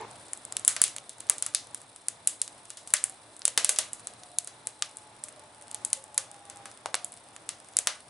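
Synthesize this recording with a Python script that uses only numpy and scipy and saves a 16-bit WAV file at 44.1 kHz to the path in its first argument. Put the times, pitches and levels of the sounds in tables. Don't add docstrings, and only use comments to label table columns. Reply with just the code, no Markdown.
import sys
import numpy as np
from scipy import signal
from scipy.fft import rfft, irfft, next_fast_len
from scipy.io import wavfile
from scipy.ndimage import uniform_filter1d, minimum_filter1d, map_coordinates

SR = 44100
rng = np.random.default_rng(int(sys.argv[2]) if len(sys.argv) > 2 else 0)


def bounce(signal):
    frames = np.transpose(np.atleast_2d(signal))
    limited = np.clip(frames, -1, 1)
    pcm = np.round(limited * 32767).astype(np.int16)
    wavfile.write(sys.argv[1], SR, pcm)


N = 357033
BAND_HZ, TOP_HZ = 11050, 16000

# t/s,
# snap/dB, crack/dB, body/dB, body f/Hz, echo/dB
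BURSTS = [(0.3335, 3.5, -16, -15, 1400, -10.5), (0.4517, -2.5, -24, -27, 1400, -15),
          (0.5241, 0, -12.5, -13, 625, -14), (0.568, 7.5, -3.5, -15.5, 800, -11.5),
          (0.5959, -6, -27, -29, 1400, -10), (0.6494, 9.5, -10, -17, 1400, -8.5),
          (0.679, 19, 2, 0, 1470, -3), (0.765, 0.5, -1.5, -1, 1190, -6), (0.8172, 19, 1, -6.5, 200, -7),
          (0.8394, 13.5, 1.5, -19, 664, -3), (0.8802, -4.5, -7, -20, 1400, -21),
          (0.9644, -2, -10.5, -15, 620, -10.5), (0.9838, -8.5, -9.5, -18, 1400, -19),
          (1.0944, -7, -17.5, -29, 1400, -2.5), (1.2055, -7, -17, -20, 1410, -7),
          (1.2981, 16.5, 2, 4, 40, -9), (1.3827, -5, -18, -26, 1400, -3), (1.4246, 7, -4.5, -9.5, 1320, -7),
          (1.4642, 3.5, -11, -7.5, 1260, -5), (1.5487, 11, 5.5, -6, 1900, -6),
          (1.7466, 0, -16, -20, 1400, -8.5), (2.0846, 8, -7, -12, 1180, -10.5),
          (2.274, 17.5, -3, -14.5, 670, -6.5), (2.4168, 11, -3.5, -15, 1320, -9),
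          (2.4787, -7.5, -14, -16, 1400, -13), (2.7036, -5.5, -16, -21, 1400, -4),
          (2.772, -13, -23, -33, 1400, 5.5), (2.8746, -6.5, -21, -30, 1400, -0.5),
          (2.905, -12, -21, -22, 1400, -6), (2.9384, 17.5, 5, 6.5, 1830, -6.5),
          (2.9676, -2, -2.5, -34, 1400, -8), (3.0404, 12, -8.5, -6.5, 1890, -7.5),
          (3.0972, -9, -31, -24, 1400, -16), (3.4192, -19, -12, -14, 1400, -14),
          (3.4536, 15, 2, -7.5, 1290, -9), (3.4796, 8, -4.5, -6, 580, -9.5), (3.5767, 15, 8, -0.5, 260, -4),
          (3.6465, 13.5, 3.5, -5, 1260, -6.5), (3.693, 16.5, 1, -2.5, 626, -3),
          (3.7616, -5, -11, -19, 1400, 1.5), (3.7876, 15, 4.5, -1, 686, -5),
          (3.9326, -0.5, -20, -21, 1400, -3.5), (4.0717, -2.5, -11.5, -17, 1400, -8),
          (4.2347, -25, -17, -22, 1400, -14), (4.3862, 13, -1, -8.5, 1940, -15),
          (4.4742, -4, -13, -18.5, 1400, -5), (4.6716, 3, -12, -10, 766, -8),
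          (4.8233, 6, 4, 0, 1260, -11.5), (4.9706, -7, -29, -26, 1400, -5),
          (5.2388, -1, -18, -22.5, 1400, -4), (5.2851, -14, -22, -15.5, 1400, -13),
          (5.7142, -8.5, -16, -31, 1400, -15), (5.7461, -1.5, -11, -22, 1400, -7.5),
          (5.8497, 10.5, -10.5, -24, 1400, -10.5), (5.931, 13.5, -0.5, -9, 1290, -11),
          (6.0404, -10.5, -33, -32, 1400, -7), (6.1449, -10.5, -27, -29, 1400, -5),
          (6.179, 14, 1.5, -1.5, 1170, -9), (6.315, -14, -26, -30, 1400, -20),
          (6.4996, -11, -20.5, -22, 1400, -2), (6.6567, -10, -18.5, -13, 1410, -1.5),
          (6.8592, -5.5, -7.5, 5, 880, -9), (6.9435, 3, 5, 4.5, 905, -11), (6.9528, 7, -9, -3, 830, -13),
          (7.0459, 2.5, -17.5, -41, 1400, -8), (7.3642, -12.5, -16, -17, 1400, -15),
          (7.4911, 2, -5.5, -12, 1290, -5), (7.769, 12.5, 1.5, -16, 723, -14),
          (7.7884, 13, -2.5, -6, 684, -9), (7.8724, 12.5, 8, 8, 1320, -7.5)]


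def amp(db):
    return 10 ** (np.asarray(db) / 20)


def unit(x):
    return x / np.sqrt(np.mean(x ** 2) + 1e-20)


def along(points, hz):
    f, values = np.transpose(points)
    return np.interp(np.log(hz + 1), np.log(f + 1), values)


def curves(rows):
    times, *columns = np.transpose(rows)
    return [np.interp(np.arange(N) / SR, times, column) for column in columns]


def wobble(rate):
    knots = rng.standard_normal(int(N * rate / SR) + 4)
    return map_coordinates(knots, [np.arange(N) * rate / SR])


def filtered(x, response):
    n = x.shape[-1]
    padded = next_fast_len(n + SR // 20)
    return irfft(rfft(x, padded) * response(np.fft.rfftfreq(padded, 1 / SR)), padded)[..., :n]


def resonances(modes, f):
    return sum((-1) ** k * amp(db) * 1j * f * width / (hz * hz - f * f + 1j * f * width)
               for k, (hz, width, db) in enumerate(modes))


def pulse(spectrum, size=1024):
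    cepstrum = irfft(np.log(amp(along(spectrum, np.fft.rfftfreq(size, 1 / SR)))))
    cepstrum[1:size // 2] *= 2
    cepstrum[size // 2 + 1:] = 0
    return irfft(np.exp(rfft(cepstrum)))


def pair(n, side_db):
    mid, side = rng.standard_normal((2, n))
    return np.array([mid + amp(side_db) * side, mid - amp(side_db) * side])


def add(track, start_s, sound):
    i = max(round(start_s * SR), 0)
    part = track[:, i:i + sound.shape[-1]]
    part += sound[..., :part.shape[-1]]


def whine(pips_per_s=30, pip_hz=4020, sweep_hz=130, waver_hz=40):
    # t/s, pip level/dB, steady level/dB
    whine_levels = [(0, -67.5, -66), (1.2, -70, -67.5), (3, -72, -70), (4.3, -67, -70), (6, -78, -72),
                    (6.5, -105, -68), (8.1, -92, -72)]
    pips_db, steady_db = curves(whine_levels)
    cycle = 2 * np.pi * pips_per_s * np.arange(N) / SR
    pitch = pip_hz - sweep_hz * np.sin(cycle) + waver_hz * wobble(200)
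    envelope = (.5 + .5 * np.cos(cycle)) ** 2
    pips = unit(envelope * np.sin(2 * np.pi * np.cumsum(pitch) / SR))
    steady = unit(filtered(pair(N, side_db=-4.5), lambda f: resonances([(3546, 480, 0)], f) ** 2))
    return amp(pips_db) * pips + amp(steady_db) * steady


def rub(level_db=-41, end_s=0.0545):
    # f/Hz, width/Hz, relative level/dB
    rub_modes = [(366, 52, -7), (442, 49, -1.5), (844, 71, -5), (980, 63, 0.5), (1800, 130, -17),
                 (2120, 130, -20), (2540, 200, -21)]
    gate = np.clip((end_s - np.arange(N) / SR) / .001, 0, 1)
    hollow = unit(filtered(pair(N, side_db=-13), lambda f: resonances(rub_modes, f)))
    return amp(level_db) * gate * hollow


def flames(drum_db=-5.0):
    # f/Hz, relative level/dB
    rush_spectrum = [(20, -20), (45, -14), (80, -23), (150, -9.5), (230, -2), (400, -1.5), (600, -0.5),
                     (1000, 0), (1500, -5.5), (2300, -9), (3500, -14), (5500, -15), (11000, -23)]
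    # f/Hz, width/Hz, relative level/dB
    drum_modes = [(109.8, 24, 1.5), (307.5, 15.4, -2.5), (485, 18, -9.5), (605, 67, -2), (702, 41, 0),
                  (855, 115, -4.5)]
    # t/s, level/dB
    flame_levels = [(0.0, -49), (0.15, -53.5), (1.9, -56.5), (4.85, -56), (5.6, -55), (8.1, -55.5)]
    level = amp(curves(flame_levels)[0] + 1.14 * wobble(7))
    rush = unit(filtered(pair(N, side_db=-3.5), lambda f: amp(along(rush_spectrum, f))))
    hum = unit(filtered(pair(N, side_db=-17), lambda f: resonances(drum_modes, f)))
    return level * (rush + amp(drum_db + 0.97 * wobble(9)) * hum)


def jets(sag_hz_per_s=30, attack_s=0.036, release_s=0.08, waver_hz=6, flutter_db=1.5, rough=0.49):
    # t/s, length/s, starting f/Hz, level/dB
    whistles = [(3.03, 0.17, 775, -61), (4.18, 0.36, 722, -62), (4.55, 0.7, 872, -63.5),
                (5.2, 0.48, 603, -61.5), (5.4, 0.89, 871, -61.5), (5.53, 0.42, 845, -60),
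                (5.95, 0.11, 547, -54), (6.16, 0.11, 542, -51.5), (6.27, 0.47, 817, -58),
                (6.95, 0.36, 718, -64.5), (7.25, 0.65, 795, -67)]
    out, t = np.zeros(N), np.arange(N) / SR
    for start, length, hz, db in whistles:
        age = t - start
        opening = np.clip(np.minimum(age / attack_s, (length - age) / release_s), 0, 1)
        pitch = hz - sag_hz_per_s * age + waver_hz * wobble(40)
        phase = 2 * np.pi * np.cumsum(pitch) / SR
        tone = (1 + rough * wobble(55)) * np.sin(phase) + rough * wobble(55) * np.cos(phase)
        out += opening * amp(db) * unit(tone)
    return out * amp(flutter_db * wobble(10))


def echo(early_db=7.5, early_t60=0.02):
    # f/Hz, t60/s
    room_t60 = [(200, 0.32), (1000, .3), (4000, 0.26), (11000, 0.2)]
    # f/Hz, gain/dB
    colour = [(60, -17), (250, -8), (600, 3.5), (1200, 2), (2200, 3.5), (4000, 3), (6000, 2.5), (8000, -5),
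              (11000, -3)]
    # f/Hz, width/Hz, level/dB
    steel_modes = [(510, 87, 2), (610.5, 15, 6), (1194, 77, -1.5), (1496, 81, -10), (1684, 8.9, -5),
                   (1796, 8.3, -18), (1890, 18, -22), (2010, 49, -3), (2863, 17, -1), (3060, 12, -16)]
    hz, t, bands = signal.stft(pair(SR // 3, side_db=-9.5), SR, nperseg=128)
    decay = amp(-60 * t / along(room_t60, hz)[:, None])
    tail = signal.istft(bands * decay, SR, nperseg=128)[1]
    t = np.arange(tail.shape[1]) / SR
    tail = tail / np.linalg.norm(tail[0]) * (1 + amp(early_db - 60 * t / early_t60))
    ring = lambda f: 1 + sum(resonances([mode], f) for mode in steel_modes)
    onset = 1 - np.exp(-t / 0.001)
    return filtered(tail, lambda f: amp(along(colour, f)) * ring(f)) * onset


def sizzle_level(flare_db=-65.5, fade_s=0.065):
    # t/s, level/dB
    boil_levels = [(0.0, -78), (0.12, -57.5), (1.2, -61.5), (4.2, -60), (5.5, -63.5), (7.5, -62),
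                   (8.1, -60.5)]
    flare_power, t = np.zeros((1, N)), np.arange(SR) / SR
    for start, snap_db, *_ in BURSTS:
        add(flare_power, start, (amp(flare_db + snap_db) * np.exp(-t / fade_s)) ** 2)
    return np.sqrt(amp(curves(boil_levels)[0]) ** 2 + flare_power[0])


def crackle(ticks_per_s=70, spread_db=6.5, tick_db=-36, echo_db=-7, hiss_db=0.5):
    # f/Hz, gain/dB
    sizzle_spectrum = [(1500, -23.5), (5000, -14), (6500, -21.5), (8000, -9), (9500, -5), (11000, -14.5)]
    colour = lambda f: amp(along(sizzle_spectrum, f))
    chance, size = rng.random(N), rng.exponential(size=N)
    ticks = (chance < ticks_per_s / SR) * amp(tick_db + spread_db * np.minimum(size, 4))
    ticks = ticks + amp(echo_db) * signal.fftconvolve(ticks[None], echo(), axes=1)[:, :N]
    hiss = unit(filtered(pair(N, side_db=-12.5), lambda f: colour(f) * (f < BAND_HZ)))
    flicker = amp(hiss_db + 0.17 * wobble(12) + 3.2 * wobble(150))
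    return filtered(ticks, colour) + hiss * sizzle_level() * flicker


def burst(snap_db, crack_db, body_db, body_hz, echo_db, tear_db=-3, tear_t60=0.0062):
    thump_db = body_db - 25.5
    body = [(body_hz * 0.03, thump_db - 2), (body_hz * 0.15, thump_db), (body_hz * 0.63, body_db - 3),
            (body_hz, body_db + 2.5), (body_hz * 1.8, (body_db + crack_db) / 2 - 1)]
    edge = [(3300, crack_db), (5600, crack_db + 1), (7800, snap_db + 1),
            (9800, snap_db), (11500, snap_db - 3), (16000, snap_db - 12)]
    t = np.arange(SR // 100) / SR
    tear = pair(len(t), side_db=-17.0) * amp(-60 * t / tear_t60)
    direct = amp(tear_db) * tear / np.linalg.norm(tear[0])
    direct[:, 0] += 1
    sound = amp(echo_db - 1) * echo()
    add(sound, 0, direct / np.linalg.norm(direct[0]))
    return signal.fftconvolve(sound, pulse(body + edge)[None], axes=1)


def spits(spits_per_s=6, max_count=90, spread_db=3.5):
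    out = np.zeros((2, N))
    times = np.cumsum(rng.exponential(size=max_count)) / spits_per_s
    offsets_db = spread_db * np.sqrt(3) * rng.uniform(-0.93, 1, (max_count, 3))
    for start, (snap, crack, body) in zip(times, offsets_db):
        add(out, start, burst(snap - 17, crack - 29.5, body - 28.5, body_hz=1390, echo_db=-7))
    return out


def pops():
    out = np.zeros((2, N))
    for start, *voice in BURSTS:
        add(out, start, burst(*voice))
    return out


def scene():
    # f/Hz, side gain/dB
    stereo_width = [(60, -2), (140, -8.5), (280, -9.5), (600, -2.5), (2000, 1), (4000, 1.5), (8000, -1)]
    wood = (pops() + spits() + crackle()) * amp([[.3], [-.3]])
    left, right = wood + flames() + jets() + whine() + rub()
    mid = (left + right) / 2
    side = filtered((left - right) / 2, lambda f: amp(along(stereo_width, f)))
    return np.array([mid + side, mid - side])


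def record(dry, ceiling=2.0, knee=4, window=9):
    heard = filtered(dry, lambda f: 1 / np.sqrt(1 + (f / BAND_HZ) ** 180))
    gain = np.minimum(1, ceiling / (np.abs(heard).max(axis=0) + 1e-9))
    limited = heard * uniform_filter1d(minimum_filter1d(gain, window), window)
    rounded = limited / (1 + np.abs(limited) ** knee) ** (1 / knee)
    return filtered(rounded, lambda f: 1 / np.sqrt(1 + (f / TOP_HZ) ** 80))


dry = scene()
out = record(dry)
bounce(out)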